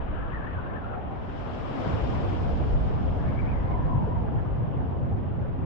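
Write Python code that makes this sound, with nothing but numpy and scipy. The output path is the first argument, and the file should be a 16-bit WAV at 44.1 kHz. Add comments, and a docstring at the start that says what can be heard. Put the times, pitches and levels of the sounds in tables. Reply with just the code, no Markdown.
"""A lava lake churns in a crater and throws up a tall fountain, far off in open country.
Its bursting gas pockets boom as short swells of noise over a heaving rumble and a roar of shaped noise.
The fountain swells as a hiss with a hollow gush just behind; lava slaps down and rains back as a dull wash.
Wind rushes over the slopes as churning noise and twice rises to a wavering whistle, made of narrow
gliding noise, with a lower howl that begins later and outlasts it."""
import sys
import numpy as np
from scipy import signal
from scipy.fft import rfft, irfft, next_fast_len
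from scipy.io import wavfile
from scipy.ndimage import uniform_filter1d

SR = 44100
rng = np.random.default_rng(int(sys.argv[2]) if len(sys.argv) > 2 else 0)


def wav_record(signal):
    """Record a signal, one row per channel, as 16-bit PCM in the file named by sys.argv[1]."""
    frames = np.transpose(np.atleast_2d(signal))
    bounded = np.clip(frames, -1, 1)
    # unit amplitude maps onto the largest positive 16-bit level
    quanta = np.round(bounded * 32767).astype(np.int16)
    wavfile.write(sys.argv[1], SR, quanta)


N = 249165  # length of the scene in samples


def from_db(db):
    """Turn decibels into a gain."""
    return 10 ** (np.asarray(db) / 20)


def rms_one(x):
    """Scale a sound to an average power of one."""
    return x / np.sqrt(np.mean(x ** 2) + 1e-20)


def in_time(rows):
    """Draw straight lines between the rows of a table: one curve for each column after the time."""
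    s, *columns = np.transpose(rows)
    return [np.interp(np.arange(N) / SR, s, column) for column in columns]


def at_hz(points, hz):
    """Read a spectrum table on a log-frequency axis; it is silent beyond its ends."""
    known_hz, db = np.transpose(points)
    return np.interp(np.log(hz), np.log(known_hz), db, left=-200, right=-200)


def panned(x, left_db):
    """Lean a stereo sound to the left by a level difference in dB."""
    gains = np.array([from_db(left_db / 2), from_db(-left_db / 2)])
    return x * gains.reshape(2, -1)


def add(out, start_s, sound):
    """Mix a sound in from a given time, as far as it fits."""
    start = int(start_s * SR)
    first, last = max(start, 0), min(start + sound.shape[1], N)
    out[:, first:last] += sound[:, first - start:last - start]


def drift(rate):
    """Wander slowly at random with spread 1: noise through two equal low-pass stages at rate [Hz]."""
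    r = np.exp(-80 * np.pi * rate / SR)  # one step lasts 40 samples
    noise = rng.standard_normal(N // 40 + 2002)
    slow = signal.lfilter([1], [1, -2 * r, r * r], noise)[2000:]  # drop the filter's start-up
    return np.interp(np.arange(N) / 40, np.arange(len(slow)), rms_one(slow))


def turbulence(colour, churn_db, churn_rate, alike):
    """Make stereo noise of unit power; eddies of each size (half-octave bands) swell and fade alone."""
    size = next_fast_len(N, real=True)
    hz = np.maximum(np.arange(size // 2 + 1) * SR / size, 1)
    shaped = rfft(rng.standard_normal((2, size))) * from_db(at_hz(colour, hz))
    edges = 14 * 2 ** (np.arange(20) / 2)
    out = np.zeros((2, N))
    for low, high in zip(edges, edges[1:]):
        swell = from_db(churn_db * drift(churn_rate))
        if high > colour[0][0] and low < colour[-1][0]:
            band = shaped * ((hz >= low) & (hz < high))
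            out += irfft(band, size)[:, :N] * swell
    alike = np.clip(alike, -1, 1)  # 0: left and right unrelated, 1: the same
    mid = np.sqrt(1 + alike) * out[0]
    side = np.sqrt(1 - alike) * out[1]
    return rms_one(np.array([mid + side, mid - side]))


def sustained(x, span_s):
    """Even out the slow power of a noise, so that later level curves set the swells."""
    power = uniform_filter1d(np.mean(x ** 2, axis=0), max(int(span_s * SR), 2))
    return x / np.sqrt(power + 1e-12)


def narrow_noise(hz, width, steady_s):
    """Make a stereo noise band that glides with hz, up to 2 s long; width is a share of the mean pitch."""
    real, imaginary = rng.standard_normal((2, 2, 2 * SR))[..., :len(hz) + SR // 20]
    low_pass = signal.butter(3, width * np.mean(hz) / 2, fs=SR, output="sos")
    eddies = signal.sosfilt(low_pass, real + 1j * imaginary)[:, -len(hz):]
    carrier = np.exp(2j * np.pi * np.cumsum(hz) / SR)  # lifts the slow noise up to the pitch
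    return sustained(np.real(eddies * carrier), steady_s)


def thuds(rows, rise_s, fall_s, width):
    """Make blows blurred by distance: each is a quick swell of noise around its own pitch."""
    t = np.arange(-SR // 4, SR // 4) / SR
    swell = np.exp(-(t / np.where(t < 0, rise_s, fall_s)) ** 2)
    out = np.zeros((2, N))
    for s, hz, db in rows:
        noise = narrow_noise(np.full(len(t), hz), width, steady_s=0.08)
        add(out, s + t[0], noise * swell * from_db(db))
    return out


# Moving air, before the fixed offsets and scaling in wind():
# (time [s], rush level [dB], fine hiss level [dB], lean to the left [dB])
AIR_CURVES = [(0, -43.5, -59, 5), (0.6, -43.5, -59.5, 2), (1.1, -44, -61.5, 2.5), (1.5, -43.5, -58.5, 4.5),
              (1.9, -39.5, -55, 5), (2.75, -40.5, -60.5, 2), (3.4, -41, -60.5, 1.5), (4.2, -42, -63, 1.5),
              (4.85, -43.5, -63.5, 1), (4.95, -42.5, -64.5, 0.5), (5.01, -44, -66, 1), (5.12, -44, -65, 1),
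              (5.3, -46, -64, 0), (5.65, -44, -64, 0.5)]
# Tone colour of the rush: (frequency [Hz], relative level per Hz [dB])
RUSH_SPECTRUM = [(130, -19.5), (260, 1.5), (400, -1.5), (700, -1), (1000, -6.5), (1400, -24), (2200, -37),
                 (3500, -58)]
# Tone colour of the fine hiss: (frequency [Hz], relative level per Hz [dB])
FINE_SPECTRUM = [(700, -0.5), (1200, 4.5), (1600, -0.5), (2200, -8), (3000, -11), (3500, -17.5),
                 (4100, -28), (6000, -56.5)]


def wind():
    """Moving air tumbles over the slopes: a broad rush with a finer hiss on top."""
    rush_db, fine_db, left_db = in_time(AIR_CURVES)
    rush = turbulence(RUSH_SPECTRUM, churn_db=1.4, churn_rate=12, alike=0.031) * from_db(rush_db + 4.0)
    fine = turbulence(FINE_SPECTRUM, churn_db=1.6, churn_rate=32, alike=0.03) * from_db(fine_db + 12.5)
    return panned(rush, 0.54 * left_db) + panned(fine, left_db + 0.4)


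WHISTLE_WIDTH = 0.12  # share of the pitch
WHISTLE_FADE_S, WHISTLE_STEADY_S = 0.029, 0.055
WHISTLE_WAVER, WHISTLE_WAVER_HZ = 0.01837, 25.55  # spread as a share of the pitch; rate limit
# Airy skirt: its centre as a share of the whistle's pitch, its width as a share of that centre,
# its level against the whistle
SKIRT_PITCH, SKIRT_WIDTH, SKIRT_DB = 0.68, 0.5, -5.5
# A howl at this pitch comes from straight ahead, higher whistles from further left
HOWL_HZ, LEFT_DB_PER_OCTAVE = 870, 6.5


def whistle(curve):
    """Eddies shed at an edge ring as a gliding, wavering noise band over a broad airy skirt."""
    s, hz, db = np.transpose(curve)
    t = np.arange(s[0], s[-1], 1 / SR)
    waver = WHISTLE_WAVER * drift(WHISTLE_WAVER_HZ)[:len(t)]
    pitch = np.interp(t, s, hz) * (1 + waver)
    fade = np.clip(np.minimum(t - s[0], s[-1] - t) / WHISTLE_FADE_S, 0, 1)
    core = narrow_noise(pitch, WHISTLE_WIDTH, WHISTLE_STEADY_S)
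    skirt = narrow_noise(pitch * SKIRT_PITCH, SKIRT_WIDTH, WHISTLE_STEADY_S) * from_db(SKIRT_DB)
    tone = (core + skirt) * fade * from_db(np.interp(t, s, db))
    return panned(tone, LEFT_DB_PER_OCTAVE * np.log2(pitch / HOWL_HZ))


# Whistles and howls of the wind, one curve each, before waver, skirt, fades and lean:
# (time [s], pitch [Hz], level [dB])
WHISTLE_CURVES = [
    [(0.05, 1411, -62), (0.23, 1690, -48), (0.275, 1600, -58), (0.31, 1620, -47.5), (0.36, 1840, -42.5),
     (0.4, 1700, -49), (0.45, 1730, -44.5), (0.478, 1890, -46.5), (0.525, 1900, -53), (0.58, 1440, -43),
     (0.63, 1520, -54), (0.66, 1510, -46), (0.69, 1650, -50), (0.73, 1610, -51), (0.775, 1700, -43.5),
     (0.805, 1500, -54), (0.835, 1340, -45.5), (0.9, 1400, -48.5), (0.95, 1335, -42.5), (1.0, 1326, -67)],
    [(0.1, 1318, -53), (0.24, 1330, -51), (0.28, 1320, -44.5), (0.32, 1200, -55), (0.45, 1110, -48),
     (0.5, 1080, -52), (0.56, 1110, -48), (0.63, 1080, -50), (0.7, 1120, -50), (0.8, 1080, -52)],
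    [(0.84, 1560, -61), (0.915, 1600, -54.5), (0.98, 1560, -60)],
    [(0.68, 745, -53), (0.73, 750, -41), (0.8, 740, -54), (0.87, 730, -51), (0.925, 725, -40),
     (0.98, 740, -42), (1.03, 782, -50), (1.08, 750, -46), (1.13, 750, -41), (1.2, 740, -55)],
    [(3.2, 1850, -61), (3.3, 2250, -56), (3.35, 2100, -63), (3.38, 2150, -52), (3.402, 2330, -49.5),
     (3.425, 2150, -57), (3.46, 2200, -56), (3.5, 2440, -52), (3.535, 2300, -56), (3.565, 2060, -53),
     (3.615, 1950, -61), (3.65, 2030, -56.5), (3.695, 2020, -60), (3.74, 2140, -53), (3.77, 2100, -65)],
    [(3.16, 1690, -61), (3.27, 1700, -53), (3.36, 1710, -60), (3.41, 1690, -60), (3.55, 1620, -62),
     (3.66, 1650, -57), (3.74, 1720, -68), (3.78, 1700, -58), (3.86, 1690, -56), (3.91, 1620, -63)],
    [(3.4, 880, -59), (3.5, 885, -50), (3.57, 900, -45), (3.66, 1000, -52), (3.72, 1050, -39),
     (3.78, 965, -42), (3.82, 1010, -41), (3.855, 1040, -50), (3.89, 1080, -40), (3.96, 975, -38.5),
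     (4.04, 885, -40), (4.07, 930, -47), (4.11, 989, -42), (4.17, 930, -41.5), (4.25, 814, -45),
     (4.38, 835, -46), (4.5, 796, -60)],
]


def gusts():
    """Wind sheds eddies in two passages of whistles, each with a lower howl that outlasts them."""
    out = np.zeros((2, N))
    for curve in WHISTLE_CURVES:
        add(out, curve[0][0], whistle(curve))
    return out


FALLBACK_START_S, FALLBACK_BUILD_S, FALLBACK_DB = 3.42, 0.81, -46
# Tone colour of the lava raining back: (frequency [Hz], relative level per Hz [dB])
FALLBACK_SPECTRUM = [(280, -24.5), (350, -1), (430, -2.5), (540, -5.5), (700, -21)]


def fallback():
    """Clots of the fountain rain back into the crater: a dull, uneven wash that builds and stays."""
    since = np.arange(N) / SR - FALLBACK_START_S
    falling = np.clip(since / FALLBACK_BUILD_S, 0, 1)
    wash = turbulence(FALLBACK_SPECTRUM, churn_db=1.0, churn_rate=8.1, alike=0.03)
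    return wash * falling * from_db(FALLBACK_DB)


# Big clots slapping down: (time of the peak [s], pitch [Hz], level [dB])
SPATTER_EVENTS = [(1.86, 468, -39), (2.52, 459, -37), (3.17, 500, -40), (3.99, 494, -53), (4.08, 456, -34),
                  (4.28, 1460, -53), (4.39, 1436, -48.5), (4.82, 1405, -53)]


def spatters():
    """Thrown lava slaps back down: short swells of noise, half as wide as their pitch."""
    return thuds(SPATTER_EVENTS, rise_s=0.017, fall_s=0.017, width=0.5)


JET_START_S, JET_ATTACK_S, JET_HOLD_S, JET_FALL_DB_PER_S = 1.043, 0.84, 0.3, 9
JET_PEAK_DB, JET_IDLE_DB = -62.5, -82.5  # before the fixed boosts in fountain()


def jet_strength(lag_s):
    """The gas jet builds steadily, holds briefly and dies away evenly towards an idle leak."""
    since = np.arange(N) / SR - JET_START_S - lag_s
    attack = np.clip(since / JET_ATTACK_S, 0, 1)
    release_db = JET_FALL_DB_PER_S * np.maximum(since - JET_ATTACK_S - JET_HOLD_S, 0)
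    return np.hypot(attack * from_db(JET_PEAK_DB - release_db), from_db(JET_IDLE_DB))


GUSH_SURGE_DB, GUSH_SURGE_S = 2.5, 0.099  # the lava surges as the jet breaks free
# Tone colour of the jet's hiss: (frequency [Hz], relative level per Hz [dB])
JET_SPECTRUM = [(1200, -10), (2200, 7.5), (3200, 8.5), (4200, -1), (5300, -2), (6200, -12), (7400, -13),
                (8200, -21), (9200, -38.5)]
# Tone colour of the gushing lava: (frequency [Hz], relative level per Hz [dB])
GUSH_SPECTRUM = [(140, -25.5), (210, -4), (260, 0), (350, -7), (550, -5.5), (900, -13), (1800, -32.5)]


def fountain():
    """Gas jets out with a smooth hiss, the lava gushes just behind; both surge as the jet breaks free."""
    since_peak = np.arange(N) / SR - JET_START_S - JET_ATTACK_S
    surge_db = GUSH_SURGE_DB * np.exp(-(since_peak / GUSH_SURGE_S) ** 2)
    hiss = turbulence(JET_SPECTRUM, churn_db=1.1, churn_rate=25, alike=0.0)
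    hiss = hiss * from_db(10.0 + 0.89 * surge_db)
    gush = turbulence(GUSH_SPECTRUM, churn_db=1.0, churn_rate=54, alike=0.052)
    gush = gush * from_db(25.0 + surge_db)
    hiss = panned(hiss, left_db=2.0) * jet_strength(lag_s=0)
    gush = panned(gush, left_db=4.5) * jet_strength(lag_s=0.034)
    return hiss + gush


# The roar climbs as the vent opens; the slow sag counts from the start of the opening
ROAR_IDLE_DB, ROAR_OPEN_DB, ROAR_SAG_DB_PER_S = -35.5, -27.5, 0.44
VENT_OPENS_S, VENT_OPENING_S = 1.75, 0.46
# Slow heave of the lake, heard in the deep rumble: (time [s], level [dB])
HEAVE_CURVE = [(0.13, -30), (0.3, -36), (0.7, -39), (1.1, -43), (1.55, -40.5), (1.85, -39), (2.05, -35),
               (2.75, -28), (3.4, -29.5), (3.9, -28.5), (4.4, -34.5), (4.8, -43.5), (5.2, -39.5),
               (5.65, -40)]
# Tone colour of the rumble: (frequency [Hz], relative level per Hz [dB])
RUMBLE_SPECTRUM = [(14, -3), (26, -4), (40, -3.5), (58, 3), (75, -4.5), (100, -20), (140, -40)]
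# Tone colour of the roar: (frequency [Hz], relative level per Hz [dB])
ROAR_SPECTRUM = [(40, -23), (62, -5), (85, 1.5), (120, -2), (165, -6), (240, -11.5), (340, -19.5),
                 (700, -37.5)]


def vent():
    """The lake heaves with a deep rumble; small gas pockets churn it into a roar."""
    since = np.arange(N) / SR - VENT_OPENS_S
    opening = np.clip(since / VENT_OPENING_S, 0, 1)
    roar_rise_db = ROAR_OPEN_DB - ROAR_IDLE_DB - ROAR_SAG_DB_PER_S * since
    roar_db = ROAR_IDLE_DB + opening * roar_rise_db
    rumble_db, = in_time(HEAVE_CURVE)
    rumble = turbulence(RUMBLE_SPECTRUM, churn_db=-0.7, churn_rate=1.6, alike=0.038)
    roar = turbulence(ROAR_SPECTRUM, churn_db=1.5, churn_rate=7.8, alike=0.077)
    rumble = sustained(rumble, span_s=0.69) * from_db(rumble_db)
    return rumble + sustained(roar, span_s=0.092) * from_db(roar_db)


# The largest gas pockets bursting: (time of the peak [s], pitch [Hz], level [dB])
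BURST_EVENTS = [(0.12, 61.7, -33), (0.33, 80, -40), (0.58, 100.8, -30), (0.68, 116.8, -42),
                (1.78, 265, -32.5), (1.89, 165.2, -29), (1.92, 280, -35.5), (1.95, 87.4, -24),
                (2.03, 54.6, -29), (2.19, 63, -33), (2.455, 94.6, -28.5), (2.54, 56.4, -28.5),
                (2.68, 76.1, -32), (2.75, 40.3, -19.5), (2.81, 64.3, -31), (2.96, 84.6, -32),
                (3.28, 130.2, -28), (3.44, 58.2, -29), (3.85, 134.2, -28.5), (3.96, 128.4, -22),
                (4.02, 184.9, -29.5), (4.18, 86, -25.5), (4.365, 127, -24.5), (4.54, 66.7, -27.5),
                (4.62, 113.4, -28), (4.79, 119.2, -28.5), (4.83, 230, -34.5), (5.04, 134.3, -27),
                (5.13, 89.4, -25.5), (5.17, 55.1, -32.5), (5.37, 113, -34.5), (5.43, 80.3, -32),
                (5.51, 114.6, -31), (5.63, 80, -30)]


def bursts():
    """Large gas pockets burst with a boom: short swells of low noise, 0.45 of their pitch wide."""
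    return thuds(BURST_EVENTS, rise_s=0.029, fall_s=0.032, width=0.45)


def scene():
    """Wind, falling lava, fountain and churning lake add up, all wide and diffuse."""
    air = wind() + gusts()
    falling_lava = fallback() + spatters()
    lake = vent() + bursts()
    return air + falling_lava + fountain() + lake


FAINT_HISS_DB, CUTOFF_HZ = -99, 15400


def record(dry):
    """A very faint, even hiss lies under everything; short fades avoid clicks, the top is cut steeply."""
    hiss = from_db(FAINT_HISS_DB) * rng.standard_normal((2, N))
    to_nearest_end = np.minimum(np.arange(N), N - np.arange(N))
    ends = np.minimum(to_nearest_end / (0.002 * SR), 1)
    top_cut = signal.ellip(8, 0.2, 70, CUTOFF_HZ, fs=SR, output="sos")
    return signal.sosfilt(top_cut, (dry + hiss) * ends)


dry = scene()
out = record(dry)
wav_record(out)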